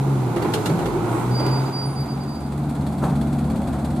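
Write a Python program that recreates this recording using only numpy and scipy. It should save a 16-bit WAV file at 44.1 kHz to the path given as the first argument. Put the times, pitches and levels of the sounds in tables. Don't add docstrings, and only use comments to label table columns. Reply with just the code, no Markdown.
import sys
import numpy as np
from scipy import signal
from scipy.fft import rfft, irfft
from scipy.io import wavfile

SR = 44100
rng = np.random.default_rng(int(sys.argv[2]) if len(sys.argv) > 2 else 0)


def generate_wav(signal):
    frames = np.transpose(np.atleast_2d(signal))
    scaled = np.clip(frames, -1, 1) * 32767
    pcm = np.round(scaled).astype(np.int16)
    wavfile.write(sys.argv[1], SR, pcm)


N = 176400
T = np.arange(N) / SR
SIDES = np.array([[1], [-1]])

# time in seconds, pitch in Hz.
BOOM_PITCH = [(.12, 136.7), (.3, 121.4), (.45, 114.3), (.8, 108), (1.07, 115.1), (1.3, 123.5),
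              (1.55, 133.7), (1.9, 136), (2.6, 142.6)]
# multiple of the boom pitch, relative level in dB.
BOOM_ORDERS = [(.5, -23), (1, -0.5), (1.5, -17.5), (2, -14.5), (2.5, -22.5), (3, -20)]
# time in seconds, gain in dB.
BOOM_LEVEL = [(0, -19), (.24, -20), (.33, -29.5), (.98, -35.5), (1.07, -22.5), (1.21, -29.5), (1.3, -21),
              (1.65, -21), (1.73, -31), (1.88, -24.5), (2.12, -27.5), (2.35, -35.5), (2.62, -32),
              (2.85, -34.5)]
BODY_LEVEL = [(0, -24.5), (.3, -24), (.8, -21.5), (1.5, -23.5), (1.68, -25.5), (1.73, -29), (2.3, -35)]
CLATTER_LEVEL = [(0, -31), (.5, -27), (.95, -27.5), (1.17, -23), (1.32, -28.5), (1.45, -24.5),
                 (1.68, -27.5), (1.73, -30.5), (2.3, -35)]
HISS_LEVEL = [(0, -40), (.35, -40), (.6, -35), (1.0, -39.5), (1.65, -38), (1.75, -43), (2.3, -46)]
CHASSIS_LEVEL = [(0, -46), (.55, -38), (.85, -28), (1.5, -31), (1.8, -48)]
CREEP_NOISE_FADE = [(2.2, -8.5), (2.5, -10), (2.9, -11)]
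# frequency in Hz, relative noise density in dB.
BODY_COLOUR = [(150, 1.5), (250, -5.5), (345, 0), (450, -8.5), (600, -15)]
CLATTER_COLOUR = [(500, -5), (600, -9), (700, -2.5), (790, 0.5), (1000, -2.5), (1130, -7), (1450, -9),
                  (1710, -21.5), (2200, -18), (3000, -27)]
HISS_COLOUR = [(1500, 7.5), (2400, -2.5), (4000, 3.5), (5500, -2.5), (7000, 1.5), (11000, -1.5),
               (14000, -6)]
CHASSIS_COLOUR = [(35, -38), (55, 6.5), (75, -32), (110, -3), (160, -11.5)]
# frequency in Hz, left-right likeness (1 is mono).
CREEP_LIKENESS = [(380, 0.86), (940, 0.58), (5000, 0.053), (8000, -0.25), (13000, -0.057)]
IDLE_LIKENESS = [(300, 0.98), (940, 0.9), (5870, 0.83), (14000, 0.23)]
# frequency in Hz, left minus right in dB.
CREEP_PAN = [(150, 1), (1000, -3.5), (4000, -4), (8000, 0), (13000, -2)]
IDLE_PAN = [(60, 1), (10000, 0.5)]

# start in seconds, clank level in dB, thump level in dB.
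KNOCKS = [(0.36, -37, -21), (0.42, -36.5, -25), (0.446, -48, -24.5), (0.535, -24, -22.5),
          (0.656, -26.5, -25), (0.694, -43, -26.5), (0.788, -39, -24), (0.855, -35.5, -25.5),
          (1.396, -40, -24), (1.46, -36, -25.5)]
# frequency in Hz, relative level in dB.
STEEL_MODES = [(1420, -5), (2380, -17), (2800, -9.5), (4200, -12.5)]
# frequency in Hz, relative noise density in dB.
CLANK_COLOUR = [(500, -29), (1400, -1), (2000, 1.5), (2700, -2), (3400, 5), (4200, -1), (5500, -3.5),
                (9000, -2), (14000, -9)]
THUMP_COLOUR = [(100, -1.5), (180, -11), (350, 5.5), (600, -8.5), (1000, -11.5), (1800, -20.5)]
SWELL_COLOUR = [(6500, -5), (8000, 5.5), (11500, -5)]
# peak time in seconds, pitch in Hz, level in dB.
BODY_BOOMS = [(0.379, 348.5, -24), (0.581, 440, -24.5), (.735, 159.7, -21), (.955, 364.2, -21),
              (1.045, 321.2, -24), (1.17, 330.7, -26), (3.09, 164.4, -22.5), (3.16, 215, -29)]
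# start in seconds, level in dB.
PINGS = [(.422, -44.5), (0.692, -43), (.868, -46.5)]
# start in seconds, length in seconds, level in dB.
SQUEAKS = [(1.292, 0.075, -45), (1.33, 0.083, -33), (1.411, 0.078, -36.5), (1.493, 0.09, -35),
           (1.64, 0.029, -41), (1.713, 0.13, -32), (1.864, 0.051, -46), (1.943, 0.081, -39.5),
           (2.066, 0.052, -42), (2.185, .045, -46), (2.26, 0.11, -46), (2.39, 0.081, -55), (2.5, .2, -67)]
# start in seconds, seconds to fall 15 dB, pitch in Hz, level in dB.
CHIRPS = [(1.85, 0.17, 9400, -44), (2.0, 0.16, 11650, -55)]

# time in seconds, gain in dB.
IDLE_FADE = [(1.6, -24.5), (2.0, -10), (2.4, -7.5), (2.75, -3.5), (3.05, -1.5), (4, -1.5)]
# frequency in Hz, relative noise density in dB.
IDLE_RUMBLE_COLOUR = [(30, -34), (59, -7), (104, -10), (160, -6.5), (225, -2.5), (292, -5), (456, -24),
                      (730, -13.5), (1050, -27.5), (1410, -30), (2300, -57)]
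TICK_COLOUR = [(1200, 4.5), (2300, 3.5), (3000, -3), (4000, 2), (5700, -8.5), (8500, 0.5), (11500, -5.5),
               (14000, -9.5)]
THUD_COLOUR = [(130, -2), (400, 2.5), (800, 3.5), (1400, -5.5), (2200, -22.5), (5000, -32), (8500, -27),
               (14000, -37)]
# frequency in Hz, relative level in dB.
BLOCK_MODES, BLOCK_WIDTH_HZ = [(3400, -13), (4450, -13)], 36
# pitch in Hz, level in dB before the fade.
HUM_TONES = [(73.6, -32), (142.5, -27.5), (185, -33.5), (221, -29), (244, -34)]
# start in seconds, level in dB.
THUDS = [(3.012, -23.5), (3.714, -32.5)]
# time in seconds, pitch in Hz, level in dB.
WHINE = [(3.3, 480, -68.5), (3.43, 492, -39), (3.6, 540, -34.5), (3.75, 570, -60)]


def from_db(db):
    return 10 ** (np.asarray(db) / 20)


def rms_one(x):
    return x / np.sqrt(np.mean(x ** 2) + 1e-20)


def in_time(rows, column=1):
    rows = np.array(rows)
    return np.interp(T, rows[:, 0], rows[:, column])


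def at_hz(points, hz):
    points = np.array(points)
    return np.interp(np.log(hz), np.log(points[:, 0]), points[:, 1])


def drift(rate_hz):
    step, settle = 40, 2000
    pole = np.exp(-2 * np.pi * step * rate_hz / SR)
    white = rng.standard_normal(N // step + settle + 2)
    slow = signal.lfilter([1], [1, -2 * pole, pole * pole], white)[settle:]
    return np.interp(np.arange(N) / step, np.arange(len(slow)), rms_one(slow))


def noise(colour, likeness, pan):
    hz = np.maximum(np.arange(N // 2 + 1) * SR / N, 1)
    skirts = 1 / np.sqrt((1 + (.8 * colour[0][0] / hz) ** 10) * (1 + (.8 * hz / colour[-1][0]) ** 10))
    alike = np.clip(at_hz(likeness, hz), -1, 1)
    mid, side = rfft(rng.standard_normal((2, N)))
    stereo = np.sqrt(1 + alike) * mid + SIDES * np.sqrt(1 - alike) * side
    eq = skirts * from_db(at_hz(colour, hz) + SIDES * at_hz(pan, hz) / 2)
    return rms_one(irfft(stereo * eq, N))


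def blow(start, attack_s, t60_s):
    age = T - start
    return np.clip(age / attack_s, 0, 1) * from_db(-60 * np.clip((age - attack_s) / t60_s, 0, 3))


def swell(centre_s, width_s):
    return np.exp(-.5 * ((T - centre_s) / width_s) ** 2)


def phase_of(hz):
    return 2 * np.pi * (np.cumsum(hz) / SR + rng.random())


def ringing(hz, width_hz):
    phase = 2 * np.pi * hz * T
    ears = [drift(width_hz) * np.cos(phase) + drift(width_hz) * np.sin(phase) for _ in range(2)]
    return rms_one(np.array(ears))


def exhaust_boom(pitch):
    boom = 0
    for order, db in BOOM_ORDERS:
        gain = from_db(db + 1.44 * drift(18))
        roughness = 1 + 0.00795 * order * drift(60.6)
        boom += gain * np.sin(phase_of(order * pitch * roughness))
    throb_from_s, throb_hz, slowing_hz_per_s = 1.87, 8, 3.7
    age = T - throb_from_s
    cycles = throb_hz * age - slowing_hz_per_s * age ** 2 / 2
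    depth = 0.42 * np.clip(2 * cycles + 1, 0, 1) * np.clip(2 - age, 0, 1)
    throb = 1 + depth * np.cos(2 * np.pi * cycles)
    return np.sqrt(2) * from_db(in_time(BOOM_LEVEL)) * throb * boom


def creeping_truck():
    pitch = in_time(BOOM_PITCH) * (1 + 0.00754 * drift(16))
    boom = exhaust_boom(pitch)
    firing = rms_one(1 + 0.089 * np.cos(phase_of(pitch / 2)) * from_db(2 * drift(38)))
    layers = [(BODY_COLOUR, in_time(BODY_LEVEL) + 5.5, firing),
              (CLATTER_COLOUR, in_time(CLATTER_LEVEL) + 5, firing),
              (HISS_COLOUR, in_time(HISS_LEVEL) + 3.5, np.sqrt(np.abs(firing))),
              (CHASSIS_COLOUR, in_time(CHASSIS_LEVEL), 1)]
    bed = sum(noise(colour, CREEP_LIKENESS, CREEP_PAN) * from_db(db) * pulse
              for colour, db, pulse in layers)
    return boom + bed * from_db(in_time(CREEP_NOISE_FADE))


def tipper_knocks():
    clank = noise(CLANK_COLOUR, CREEP_LIKENESS, CREEP_PAN)
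    clank += sum(from_db(db) * ringing(hz, width_hz=64) for hz, db in STEEL_MODES)
    thump = noise(THUMP_COLOUR, CREEP_LIKENESS, CREEP_PAN)
    clank *= sum(from_db(db) * blow(start, attack_s=0.0041, t60_s=0.12) for start, db, _ in KNOCKS)
    thump *= sum(from_db(db) * blow(start, attack_s=0.0041, t60_s=0.3) for start, _, db in KNOCKS)
    return clank + thump


def body_booms():
    width_cycles, spread_hz = 6.6, 16.13
    booms = 0
    for peak, hz, db in BODY_BOOMS:
        tone = np.sin(phase_of(hz + spread_hz * drift(26.5)))
        booms += from_db(db) * swell(peak, width_cycles / hz) * tone
    return np.sqrt(2) * booms


def steel_pings():
    ping_hz = 4520
    hits = sum(from_db(db) * blow(start, attack_s=.004, t60_s=0.094) for start, db in PINGS)
    return np.sqrt(2) * np.sin(phase_of(np.full(N, ping_hz))) * hits


def hiss_swell():
    envelope = from_db(-45) * swell(centre_s=1.171, width_s=0.087)
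    return envelope * noise(SWELL_COLOUR, CREEP_LIKENESS, CREEP_PAN)


def brakes():
    squeak_hz, wobble_hz, attack_s, t60_s = 4791, 6.6, 0.025, 0.2
    flutter_db, octave_db, pan_db, lag_rad = 1.1, -23, -3, -1.77
    ear_shift = SIDES / 2 * lag_rad
    phase = phase_of(squeak_hz + wobble_hz * drift(29.14))
    tone = np.sin(phase + ear_shift) + from_db(octave_db) * np.sin(2 * phase + ear_shift)
    spurts = []
    for start, length, db in SQUEAKS:
        rise = np.clip((T - start) / attack_s, 0, 1) ** 2
        spurts.append(rise * from_db(db - 60 * np.maximum(T - start - length, 0) / t60_s))
    rubbing = np.max(spurts, axis=0) * from_db(flutter_db * drift(33) + SIDES / 2 * pan_db)
    chirps = sum(from_db(db) * ringing(hz, width_hz=110) * blow(start, attack_s=0.013, t60_s=4 * fall)
                 for start, fall, hz, db in CHIRPS)
    return np.sqrt(2) * rubbing * tone + chirps


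def idling_truck():
    firing_hz, tick_db, floor_db, rumble_db = 17.34, -42, -51, -24
    accent_hz, accent_db, accent_at_s = 6.1, 3, 2.70
    times = np.arange(.0365, N / SR, 1 / firing_hz)
    accents = accent_db * np.cos(2 * np.pi * accent_hz * (times - accent_at_s))
    strengths = from_db(accents + rng.normal(0, .5, len(times)))
    firing = sum(gain * blow(start, attack_s=0.0064, t60_s=0.14) for start, gain in zip(times, strengths))
    metal = noise(TICK_COLOUR, IDLE_LIKENESS, IDLE_PAN)
    metal += sum(from_db(db) * ringing(hz, BLOCK_WIDTH_HZ) for hz, db in BLOCK_MODES)
    rattle = rms_one(from_db(1.5 * drift(300)))
    ticks = metal * np.hypot(from_db(tick_db) * firing * rattle, from_db(floor_db))
    push = rms_one(1 + 0.2 * firing)
    return ticks + from_db(rumble_db) * push * noise(IDLE_RUMBLE_COLOUR, IDLE_LIKENESS, IDLE_PAN)


def engine_hum():
    flutter_db, waver_hz = 1, 1.6
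    tones = [from_db(db + flutter_db * drift(30)) * np.sin(phase_of(hz + waver_hz * drift(5.97)))
             for hz, db in HUM_TONES]
    return np.sqrt(2) * sum(tones)


def thuds():
    hits = sum(from_db(db) * blow(start, attack_s=0.026, t60_s=0.45) for start, db in THUDS)
    return noise(THUD_COLOUR, IDLE_LIKENESS, IDLE_PAN) * hits


def whine():
    gate = (T > WHINE[0][0]) * (T < WHINE[-1][0])
    pitch = in_time(WHINE) + 8 * drift(29.7)
    return gate * from_db(in_time(WHINE, column=2)) * np.sin(phase_of(pitch))


def scene():
    idle = (idling_truck() + engine_hum()) * from_db(in_time(IDLE_FADE))
    creep = creeping_truck() + tipper_knocks() + steel_pings() + body_booms() + hiss_swell() + brakes()
    return creep + idle + thuds() + whine()


def record(dry):
    cutoff_hz = 14100
    return signal.sosfilt(signal.ellip(10, .2, 80, cutoff_hz, fs=SR, output="sos"), dry)


dry = scene()
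out = record(dry)
generate_wav(out)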